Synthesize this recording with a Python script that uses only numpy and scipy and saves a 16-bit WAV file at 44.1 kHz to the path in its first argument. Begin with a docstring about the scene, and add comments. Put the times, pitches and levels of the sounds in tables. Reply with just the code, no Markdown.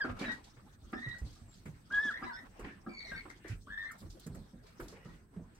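"""In a corner of a boarded pen, half-grown ducks whistle a couple of metres from a phone; a far bird chirps once.
Their near-sine calls waver, carry overtones and breath noise, and echo off the boards.
Feet thump and crunch the bedded floor as short ringing notes, and blows ring the modes of a wooden board.
Filtered noise makes the shavings rustle and tick, over outdoor air and a low rumble."""
import sys
import numpy as np
from scipy import signal
from scipy.io import wavfile
from scipy.ndimage import uniform_filter1d

SR = 44100
rng = np.random.default_rng(int(sys.argv[2]) if len(sys.argv) > 2 else 0)


def master(y):
    """Save y as 16-bit WAV."""
    cut = np.clip(np.atleast_2d(y).T, -1, 1)
    pcm = np.round(cut * 32767)  # scale
    wavfile.write(sys.argv[1], SR, pcm.astype(np.int16))


N = 246519

TREBLE_LIKE, MIDDLE_LIKE = .85, .3  # how alike left and right are: in the treble, and in ticks up to 6 kHz
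LEFT_DELAY_S = .00027  # delay of the left channel in such sound


def undb(db):
    """Turn decibels into a plain gain."""
    return 10 ** (np.asarray(db) / 20)


def unit(x):
    """Scale a sound to an average (rms) level of 1."""
    return x / np.sqrt(np.mean(x ** 2))


def band(x, hz, width_hz):
    """Two-pole band-pass, gain 1 at the centre."""
    return signal.lfilter(*signal.iirpeak(min(hz, .4 * SR), hz / width_hz, fs=SR), x)


def walk(rate, size=N):
    """Smooth random wander, spread 1; a higher rate in Hz wanders faster."""
    k = max(int(SR / rate), 2)
    noise = rng.standard_normal(size + 2 * k)
    smooth = uniform_filter1d(uniform_filter1d(noise, k), k)
    return unit(smooth[k:-k])


def pair(x, like):
    """Mix two noises into a left and a right with the given likeness."""
    like = np.clip(like, -1, 1)
    shared = np.sqrt(1 + like) * x[0]
    apart = np.sqrt(1 - like) * x[1]
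    return np.array([shared + apart, shared - apart]) / np.sqrt(2)


def late_left(x, like):
    """Mix two noises by the given likeness, with the left slightly delayed."""
    left, right = pair(x, like)
    return np.array([np.roll(left, int(LEFT_DELAY_S * SR)), right])


def add(out, s, x):
    """Lay a sound into the output, starting at s seconds."""
    i = int(s * SR)
    out[..., i:i + x.shape[-1]] += x[..., :N - i]


def curve(table):
    """Join the rows of a table by straight lines: each column becomes one value per sample."""
    s, *columns = np.transpose(table)
    return [np.interp(np.arange(N) / SR, s, c) for c in columns]


def uneven(shape, spread_db):
    """Noise whose samples differ widely in strength, like many small knocks."""
    size_db = spread_db * np.minimum(rng.exponential(size=shape), 6)
    return rng.standard_normal(shape) * undb(size_db)


def flakes(lo_hz, hi_hz, count, sharp, patchy_db, channels=2):
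    """Many small pieces, each ringing briefly at its own pitch when uneven knocks excite it."""
    out = 0
    for hz in np.geomspace(lo_hz, hi_hz, count):
        ring = unit(band(uneven((channels, N), 3.5), hz, hz / sharp))
        out = out + ring * undb(patchy_db * walk(38.0))
    return unit(out)


# tone colour of the outdoor air: (f/Hz, relative level/dB)
YARD_AIR = [(15, -29), (25, -59), (216, 7), (448, -14.5), (636, -35), (953, -24.5), (1320, -19.5),
            (1470, -3), (2320, -74.5), (3570, -30.5), (7810, -60), (9690, -58), (15800, -63.5)]
YARD_DB = -64  # overall level of the air


def yard():
    """Outdoor air in third-octave bands that flicker alone, and a rumble that swells with footfalls."""
    air, (table_hz, table_db) = 0, np.transpose(YARD_AIR)
    for hz in 100 * 2 ** np.arange(0, 7.4, 1 / 3):
        noise = band(band(rng.standard_normal((2, N)), hz, hz / 3), hz, hz / 2)
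        # the bass is alike left and right, the middle is not
        stereo = pair(noise, max(1.1 - hz / 900, 0)) if hz < 5000 else late_left(noise, TREBLE_LIKE)
        level_db = np.interp(np.log(hz), np.log(table_hz), table_db)
        air = air + stereo * undb(level_db + 5.7 * walk(24.0))
    noise = rng.standard_normal((2, N))
    deep = unit(band(band(noise, 40.0, 34), 43, 75))
    upper = unit(band(band(noise, 65.4, 30.0), 108.0, 60.0))
    rumble = pair(deep + .5 * upper, 0.88) * undb([[-.8], [.8]])
    return unit(air) * undb(YARD_DB) + rumble * boom()


BOOM_RISE_S, RUMBLE_DB = 0.027, -62  # time to the top of a swell; steady part of the rumble's gain


def boom():
    """Each footfall shakes the ground for a moment: a swell and decay over the steady rumble."""
    power = undb(RUMBLE_DB) ** 2 * undb(1.7 * walk(23.0))
    t = np.arange(int(.5 * SR)) / SR / BOOM_RISE_S  # time counted in rise times
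    for s, *_, boom_db in FOOTFALLS:
        add(power, s, (undb(boom_db) * t * np.exp(1 - t)) ** 2)
    return np.sqrt(power)


# hiss high up, before the shuffling lifts it and the final mix trims it: (f/Hz, width/Hz, level/dB)
HIGH_HISS = [(8200, 960, -86), (11000, 2200, -90), (15100, 1300, -94)]
# shuffling in the bedding, before trims:
# (t/s, dull rustle level/dB, middle scrape level/dB, bright hiss level/dB)
BEDDING = [(0.0, -50.5, -83, -91), (0.25, -49.5, -47.5, -77), (0.4, -64, -64, -72),
           (0.75, -68.5, -83, -74.5), (1.09, -62.5, -64.5, -70.5), (1.5, -69, -72, -72),
           (1.9, -68, -72.5, -77), (2.09, -54.5, -88, -64), (2.17, -54.5, -67, -72.5),
           (2.4, -60, -79, -70.5), (2.68, -61.5, -54, -78.5), (2.94, -61.5, -83, -77.5),
           (3.15, -60, -58, -65), (3.36, -71, -71.5, -76), (3.52, -80, -49.5, -69), (3.66, -83, -96, -74),
           (3.9, -60, -70, -68.5), (4.4, -68.5, -88, -70.5), (4.62, -68, -85.5, -82.5),
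           (4.67, -62, -66.5, -74), (4.76, -64, -67, -74), (4.97, -60.5, -63, -78),
           (5.15, -63.5, -64.5, -74.5), (5.22, -72.5, -73.5, -80), (5.3, -77.5, -87.5, -83),
           (5.34, -57, -76, -85), (5.42, -73, -82, -82), (5.59, -62, -67, -80.5)]


def shuffle():
    """Moving shavings: a dull, a middle and a bright layer; the bright one lifts the hiss up high."""
    rustle_db, scrape_db, hiss_db = curve(BEDDING)
    high = 0
    for hz, width_hz, db in HIGH_HISS:
        fine = late_left(uneven((2, N), 3), TREBLE_LIKE)
        hiss = unit(band(band(fine, hz, width_hz), hz, width_hz))
        high = high + hiss * undb(db + 1.9 * walk(21)) * (1 + undb(hiss_db + 78))
    scrape = flakes(1400, 2800, count=10, sharp=12, patchy_db=3) * undb(scrape_db - 2.0)
    bright = flakes(3270, 6220, count=6, sharp=9.4, patchy_db=6.0) * undb(hiss_db + 3 + 3.0 * walk(23))
    rustle = flakes(421, 1285, count=6, sharp=6.3, patchy_db=6.0) * undb(rustle_db)
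    return rustle + scrape + bright + high


TICK_RISE_S, TICK_PAN_DB = .0045, -2  # quick swell; left minus right
# ticks in the shavings: (t/s, level/dB before trim, guide f/Hz, time to fall 60 dB/s before limits)
FLAKE_TICKS = [(0.192, -37.5, 3650, 0.51), (0.317, -41, 3950, 0.21), (0.442, -48, 3980, 0.25),
               (1.088, -46.5, 4000, 0.14), (0.924, -43, 8950, 0.019), (1.185, -47, 6300, 0.14),
               (1.329, -51, 4570, 0.21), (1.353, -53.5, 4500, 0.49), (1.5415, -52.5, 4400, 0.53),
               (1.656, -54, 8060, 0.34), (1.923, -39.5, 3470, 0.074), (1.947, -44, 3950, 0.46),
               (2.107, -41.5, 3570, 0.12), (2.595, -46.5, 7400, 0.12), (3.299, -46.5, 4860, 0.15),
               (3.481, -43.5, 5230, 0.22), (3.916, -39.5, 8650, 0.078), (3.982, -51, 9100, 0.34),
               (4.102, -45.5, 4700, 0.22), (4.196, -52, 4060, 0.45), (4.199, -41, 10600, 0.045),
               (4.266, -41.5, 7760, 0.09), (4.35, -45, 8400, 0.096), (4.667, -51.5, 4120, 0.23),
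               (4.8, -47, 11100, 0.32), (4.826, -50, 4300, 0.21), (4.884, -32.5, 4960, 0.036),
               (4.894, -46.5, 4930, 0.29), (5.049, -57, 4380, 0.43), (5.5497, -55, 6200, 0.18)]


def ticks():
    """Dry flakes slide and snap: a quick swell, then a short uneven spray of noise."""
    out, t = np.zeros((2, N)), np.arange(int(.3 * SR)) / SR
    pan = undb([[TICK_PAN_DB / 2], [-TICK_PAN_DB / 2]])
    for s, db, hz, t60 in FLAKE_TICKS:
        like = TREBLE_LIKE if hz > 6000 else MIDDLE_LIKE
        noise = late_left(rng.standard_normal((2, len(t))), like)
        spray = unit(band(band(noise, 0.97 * hz, 0.59 * hz), 1.3 * hz, 1.93 * hz))
        spray = spray * undb(walk(360, size=len(t)))
        fall = undb(-60 * t / np.clip(t60, .02, .4)) + 0.98 * undb(-60 * t / 0.0067)  # slide and snap
        fall = fall * np.clip(t / TICK_RISE_S, 0, 1)
        add(out, s - .003, undb(db - 11.5) * spray * fall * pan)
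    return out


# knocks on wood: (t/s, level/dB before the mode levels)
WOOD_KNOCKS = [(0.043, -46), (0.088, -50), (0.207, -57), (0.927, -45.5), (1.358, -68), (2.219, -45.5),
               (2.8623, -47.5), (4.339, -68), (5.05, -64.5)]
# ringing modes of the board: (f/Hz before small detuning, level/dB relative to the knock, time to fall 60 dB/s)
BOARD_MODES = [(238.7, 1.5, 0.19), (350, 1.5, 0.1), (775, 1, 0.076), (1232, 18, 0.031), (1321, 18.5, 0.029),
               (1620, 6, 0.043)]


def knocks():
    """Blows from a soft body ring the modes of a wooden board."""
    out, t = np.zeros(N), np.arange(int(.3 * SR)) / SR
    swell = np.clip(t / 0.008, 0, 1) ** 2  # a soft body hits, so the push builds up
    for s, db in WOOD_KNOCKS:
        for hz, mode_db, t60 in BOARD_MODES:
            size, tune = rng.standard_normal(2)  # every blow differs a little
            ring = np.sin(2 * np.pi * hz * (1 + 0.0068 * tune) * t)
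            add(out, s, swell * undb(db + mode_db + 2.5 + size - 60 * t / t60) * ring)
    return out


STEP_T60_S, STEP_T60_SLOPE = 0.24, 0.58  # ring time of a 207 Hz note; power of pitch by which it grows
# footfalls, before trims: (t/s, level/dB, ground note f/Hz, crunch level/dB relative to the step, boom level/dB)
FOOTFALLS = [(0.044, -29.5, 247.4, 2, -55), (0.093, -27, 85.6, -6, -43), (0.191, -38.5, 209, -9, -60),
             (0.209, -28.5, 240, 2.5, -55), (0.28, -37, 237.4, 6.5, -55), (0.485, -54, 60.2, -23, -76),
             (0.566, -49, 126, 4.5, -80), (0.821, -44, 84, -37, -52), (0.929, -34.5, 247, -1, -55),
             (1.063, -33, 141, -14, -49), (1.217, -25, 65, -41, -43), (1.414, -34.5, 79.5, -32, -54.5),
             (1.656, -36.5, 151.3, -3, -47), (1.911, -45.5, 232, 3, -55.5), (2.05, -40, 242, 0, -80),
             (2.218, -41, 230.6, 7, -54.5), (2.593, -41, 345, -1, -47.5), (2.644, -38.5, 275, 3.5, -81),
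             (2.864, -37, 224.7, -7, -73), (3.116, -42.5, 163, 7, -52.5), (3.253, -42.5, 291, 8.5, -63),
             (3.446, -43.5, 329, 1, -65), (3.499, -28.5, 86.3, -48, -43.5), (3.67, -48.5, 219, -15, -56),
             (4.017, -41.5, 198.6, -6.5, -46), (4.058, -39, 120, -38, -55), (4.264, -34, 170, -12, -59),
             (4.3, -32, 139.4, -48, -51), (4.35, -38, 210.5, -4, -48.5), (4.39, -43, 135, -50, -72),
             (4.533, -45, 191, -14, -58), (4.797, -39, 340, 0, -47.5), (4.926, -50, 460, 2, -60),
             (5.053, -37, 165, -13, -54), (5.134, -48, 155.5, -22, -62), (5.362, -34.5, 167, -31, -53.5),
             (5.394, -44.5, 235, -17, -61)]


def steps():
    """A foot lands as a push that rings the ground, part tone and part noise, and crunches the shavings."""
    thud, press = np.zeros(N), np.zeros(N)
    t = np.arange(int(.4 * SR)) / SR
    for s, db, hz, crunch_db, _ in FOOTFALLS:
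        t60 = STEP_T60_S * (hz / 207.0) ** STEP_T60_SLOPE
        slow_tail = 0.058 * undb(-60 * t / 0.43) * (1 - t / t[-1])
        fall = undb(-60 * t / np.clip(t60, .03, .6)) + slow_tail
        fall = fall * np.clip(t / 0.0053, 0, 1)
        tone = np.sin(2 * np.pi * hz * t)
        ragged = unit(band(band(rng.standard_normal(len(t)), hz, 0.33 * hz), hz, 1.01 * hz))
        higher = unit(band(rng.standard_normal(len(t)), 2.7 * hz, 0.22 * hz))
        note = 0.38 * tone + 0.6 * ragged + 0.1 * higher
        add(thud, s - .003, undb(db - 1.5) * note * fall)
        add(press, s - .001, undb(db + crunch_db - 10.5) * fall)
    shavings = flakes(361, 2200, count=9, sharp=5.0, patchy_db=6.5)
    return thud, press * band(shavings, 1460, 1900)


PEN_T60_S = .18  # time in which the dull part of the echo falls 60 dB


def boards(x):
    """Echo of the pen: a decaying hail of reflections, duller with time, unlike left and right."""
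    t = np.arange(int(.5 * SR)) / SR
    hail = rng.standard_normal((2, len(t))) * undb(8.1 * rng.standard_normal((2, len(t))))
    dull = signal.sosfilt(signal.butter(2, 2600, fs=SR, output="sos"), hail)
    tail = dull * undb(-60 * t / PEN_T60_S) + .5 * hail * undb(-60 * t / 0.01)
    tail = tail * (t > .004)  # the first reflection takes 4 ms
    return signal.fftconvolve(x[None], tail / np.sqrt(np.sum(tail[0] ** 2)), axes=1)[:, :N]


PEEP_TURN, PEEP_GLIDE = 0.61, 0.46  # turning point as a share of the length; share of the glide done by then
PEEP_START_DB, PEEP_END_DB = 0, -1.5  # level at both ends relative to the turning point
EFFORT = 0.28  # extra dB an overtone in SHORT_PEEPS loses per dB below the level at the turning point
RASP, THROB_HZ = .3, 61.15  # for SHORT_PEEPS: noisy flutter of the overtones, 0-1; beat of the throat
# short peeps of the ducks, and one high chirp of a distant bird at 1.48 s;
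# pitch before wobble, level before trim, overtones relative to the level:
# (t/s, length/s, first f/Hz, last f/Hz, level/dB, 2nd harmonic level/dB, 3rd harmonic level/dB,
#  hoarseness/share, echo level/dB, left minus right level/dB, left lead/ms)
SHORT_PEEPS = [(0.035, 0.028, 1542, 1314, -41.5, -45, -29, 0.3, -19, 6, -0.0072),
               (0.197, 0.035, 2243, 2356, -53.5, -8, -25, 0.14, -3, 8, -0.064),
               (0.233, 0.021, 2410, 2480, -56, -25, -35, 0.32, -5, 3, 0.033),
               (0.252, 0.051, 1950, 1845, -53, -2, -25, 0.17, -5, 0, 0.3),
               (0.265, 0.037, 1773, 1463, -47, -30, -21, 0.3, -5, 8, -0.19),
               (0.288, 0.052, 1914, 1886, -43.5, -14.5, -29, 0.08, -14, 8.5, 0.17),
               (1.128, 0.032, 1826, 1320, -61.5, -30, -42, 0.25, -8, 2, 0.026),
               (1.481, 0.071, 7470, 7600, -69.5, -38, -48, 0.25, -2, 4, 0),
               (2.104, 0.086, 1690, 1880, -47.5, -17, -27, 0.83, -9, 3, 0.13),
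               (2.227, 0.029, 1578, 1913, -52, -25, -9.5, 0.26, -3, -6, 0.14),
               (2.244, 0.041, 1988, 1843, -59.5, -2, -20, 0.32, -1, -1, 0.2),
               (2.264, 0.069, 982, 946, -52.5, -12, -29, 0.25, -7, 15, 0.38),
               (2.292, 0.027, 1737, 1425, -50, -37, -35, 0.25, -8, 0, 0),
               (2.309, 0.061, 1403, 1653, -52, -35, -21, 0.3, -10, -1, -0.18),
               (2.329, 0.049, 1716, 1813, -59.5, -8, -1, 0.18, 1, -8, 0.206),
               (2.36, 0.038, 1920, 1807, -52, -12, -27, 0.6, -6.5, -3, 0.1),
               (2.697, 0.024, 1965, 1643, -59, -22, -35, 0.8, 0, -1, 0),
               (2.995, 0.022, 2010, 1930, -62.5, 2.5, -24, 0.4, 1, 0, 0),
               (3.054, 0.06, 1927, 1867, -61, -2.5, -5.5, 0.35, 3, -8, -0.013),
               (3.114, 0.05, 1607, 1552, -46.5, -49, -38, 0.15, -13.5, 4, -0.045),
               (3.143, 0.029, 1747, 1996, -58, -2.5, -7, 0.15, 4, -5, 0.0019),
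               (3.153, 0.062, 2240, 2110, -50.5, -10.5, -37, 0.38, -10.5, 1, -0.17),
               (3.297, 0.02, 2210, 1470, -53, -39, -45, 0.6, -6, 11, 0.31),
               (3.442, 0.032, 1806, 2306, -57, -20, -30, 1.1, -1, 14, 0.072),
               (3.836, 0.074, 1946, 2167, -60, -14.5, -23, 0.24, -2.5, -3, -0.00047),
               (4.659, 0.04, 2314, 2310, -79, -33.5, -37, 0.36, -3, 0, 0),
               (4.955, 0.13, 2870, 2880, -80, -30, -40, 0.17, -15, 0, 0),
               (4.996, 0.076, 1890, 1984, -72, -30, -40, 0.37, -6, -7, -0.14),
               (5.086, 0.022, 1885, 1870, -70.5, -30, -40, 0.16, -1, -2, -0.064)]
# calls drawn point by point: an opening peep and four long whistles; same conventions:
# (t/s, f/Hz, level/dB, 2nd harmonic level/dB, 3rd harmonic level/dB)
CURVED_CALLS = [
    [(0.002, 1920, -42, -22, -35), (0.011, 1685, -36, -27, -31), (0.022, 1613, -34, -20.5, -17),
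     (0.032, 1593, -44.5, -19, -19.5), (0.044, 1598, -41, -12, 2)],
    [(0.935, 1647, -52, -35, -19), (0.946, 1630, -46, -32, -25), (0.958, 1763, -55, -28, -13),
     (0.975, 1774, -49, -11, -20.5), (0.99, 1850, -51.5, -13, -30), (1.012, 1840, -55, -17, -33),
     (1.038, 1932, -43.5, -19, -34), (1.058, 1905, -47.5, -12, -36), (1.078, 1924, -47, -20, -36),
     (1.126, 1920, -50, -6, -42), (1.152, 1932, -57, -24, -44), (1.164, 1934, -62, -22, -42),
     (1.18, 1890, -66, -20, -40), (1.215, 1890, -81, -30, -40)],
    [(1.903, 1274, -43.5, -36, -54), (1.915, 1588, -47, -25, -57), (1.945, 1671, -33, -19, -59),
     (1.965, 1665, -35, -20.5, -50), (1.985, 1670, -29, -34.5, -49.5), (2.014, 1727, -37.5, -31.5, -30.5),
     (2.022, 1780, -45, -31, -27.5), (2.031, 1738, -36.5, -17.5, -32), (2.06, 1738, -36.5, -22.5, -32),
     (2.078, 1680, -37.5, -19.5, -30.5), (2.093, 1684, -33.5, -18, -47), (2.099, 1560, -39, -30, -40),
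     (2.125, 1270, -49, -42, -56)],
    [(2.885, 2324, -64, -8, -38), (2.93, 2286, -61, -11, -22), (2.96, 2234, -57.5, -3, -19),
     (3.0, 2170, -55.5, -4, -24), (3.02, 2215, -52, -8, -24), (3.055, 2127, -59.5, 2, -33),
     (3.085, 2085, -57, -3.5, -38), (3.112, 2110, -55, -8, -42)],
    [(3.668, 1055, -59, -35, -45), (3.698, 1562, -55.5, -20, -42), (3.706, 1686, -51, -23, -41),
     (3.74, 1784, -45.5, -20, -36), (3.771, 1690, -58, -18, -35), (3.778, 1758, -43, -20, -35),
     (3.8, 1800, -45, -22, -33), (3.82, 1804, -47.5, -14, -36), (3.855, 1833, -45, -25, -38),
     (3.892, 1842, -52.5, -17, -38), (3.912, 1303, -54.5, -29, -45), (3.93, 1220, -72, -30, -42)],
]
# voice of each curved call: (hoarseness/share, echo level/dB, left minus right level/dB, left lead/ms,
#  rasp of the overtones/share, throb f/Hz)
CURVED_VOICES = [(.02, -13, 0, -.078, .15, 60), (0.25, -7, 1, 0.18, .5, 75), (.03, -20, .2, .03, .6, 110),
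                 (0.3, -6, -1.5, -0.17, .8, 90), (0.3, -11, 3.5, -0.11, .9, 97)]


def calls():
    """Every call as a curve and a voice; a short peep glides to its last pitch and fades a little."""
    short = []
    points = (0, 0, PEEP_START_DB), (PEEP_TURN, PEEP_GLIDE, 0), (1, 1, PEEP_END_DB)
    for s, length, hz0, hz1, db, second_db, third_db, *voice in SHORT_PEEPS:
        path = []
        for share, glide, off_db in points:
            overtone_db = EFFORT * off_db
            path.append((s + share * length, hz0 + glide * (hz1 - hz0), db + off_db,
                         second_db + overtone_db, third_db + overtone_db))
        short.append((path, (*voice, RASP, THROB_HZ)))
    return list(zip(CURVED_CALLS, CURVED_VOICES)) + short


SLOW_JITTER, QUICK_JITTER = .045, .035  # pitch wobble of a fully hoarse throat, as a share
SLACK_PER_OCT = 1.2  # hoarseness gained where the pitch sags under its usual height


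def peeps():
    """Calls with two overtones; a hoarse throat wobbles pitch and level, and breath noise leaks out."""
    near, sent = np.zeros((2, N)), np.zeros(N)
    for table, (hoarse, echo_db, pan_db, lead_ms, rasp, throb_hz) in calls():
        s, hz, db, second_db, third_db = np.transpose(table)
        t = np.arange(s[0], s[-1], 1 / SR)
        size = len(t)
        sag = np.maximum(np.log2(np.median(hz) / hz) - .05, 0)
        hoarse = np.minimum(hoarse + SLACK_PER_OCT * np.interp(t, s, sag), 1)
        wobble = SLOW_JITTER * walk(93, size) + QUICK_JITTER * walk(500, size)
        hz = np.interp(t, s, hz) * (1 + hoarse * wobble)
        turn = 2 * np.pi * np.cumsum(hz) / SR
        # the throat throbs at a quick, slightly uneven beat
        throb = np.sin(2 * np.pi * (throb_hz * t + rng.random()) + 0.38 * walk(20, size))
        flutter = 1 + hoarse * (1.67 * throb + 0.54 * walk(160, size) + 0.73 * walk(560, size))
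        flutter = flutter / np.sqrt(1 + 1.76 * hoarse ** 2)
        edge = np.clip(np.minimum(t - s[0], s[-1] - t) / .007, 0, 1)
        shift = np.pi * hz * lead_ms / 1000
        turns = turn + np.array([shift, 0 * shift, -shift])  # left, middle, right
        tone = 0
        for k, harmonic_db in enumerate((db, db + second_db, db + third_db), 1):
            overtone = k > 1  # only the overtones flicker and rasp
            level = undb(np.interp(t, s, harmonic_db) + 6 + 0.56 * overtone * walk(79, size))
            tone = tone + level * (1 + rasp * overtone * walk(600, size)) * np.sin(k * turns)
        breath = unit(band(band(rng.standard_normal(size), 1240, 530), 1000, 740))
        breath = breath * edge * undb(np.interp(t, s, db) - 20.5)
        call = tone * edge * flutter + breath
        wet = undb(echo_db)
        share = np.sqrt(1 + wet ** 2)  # splits the call between direct sound and echo
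        add(near, s[0], call[::2] * undb([[pan_db / 2], [-pan_db / 2]]) / share)
        add(sent, s[0], call[1] * wet / share)
    return near, sent


def scene():
    """Mix all sources; calls and knocks also feed the echo of the boards."""
    near, sent = peeps()
    thud, crunch = steps()
    knock = knocks()
    right_heavy = undb([[-1.5], [1.5]])
    left_heavy = undb([[.5], [-.5]])
    echo = boards(sent + undb(-7) * knock)
    floor = thud * right_heavy + crunch + ticks() + undb(-3) * shuffle()
    return near + echo + knock * left_heavy + floor + yard()


TOP_HZ = 15880  # upper limit of the phone


def record(dry):
    """The phone cuts the deepest bass and the top."""
    dry = signal.sosfilt(signal.butter(2, 28, "high", fs=SR, output="sos"), dry)
    return signal.sosfilt(signal.ellip(10, .2, 70, TOP_HZ, fs=SR, output="sos"), dry)


dry = scene()
out = record(dry)
master(out)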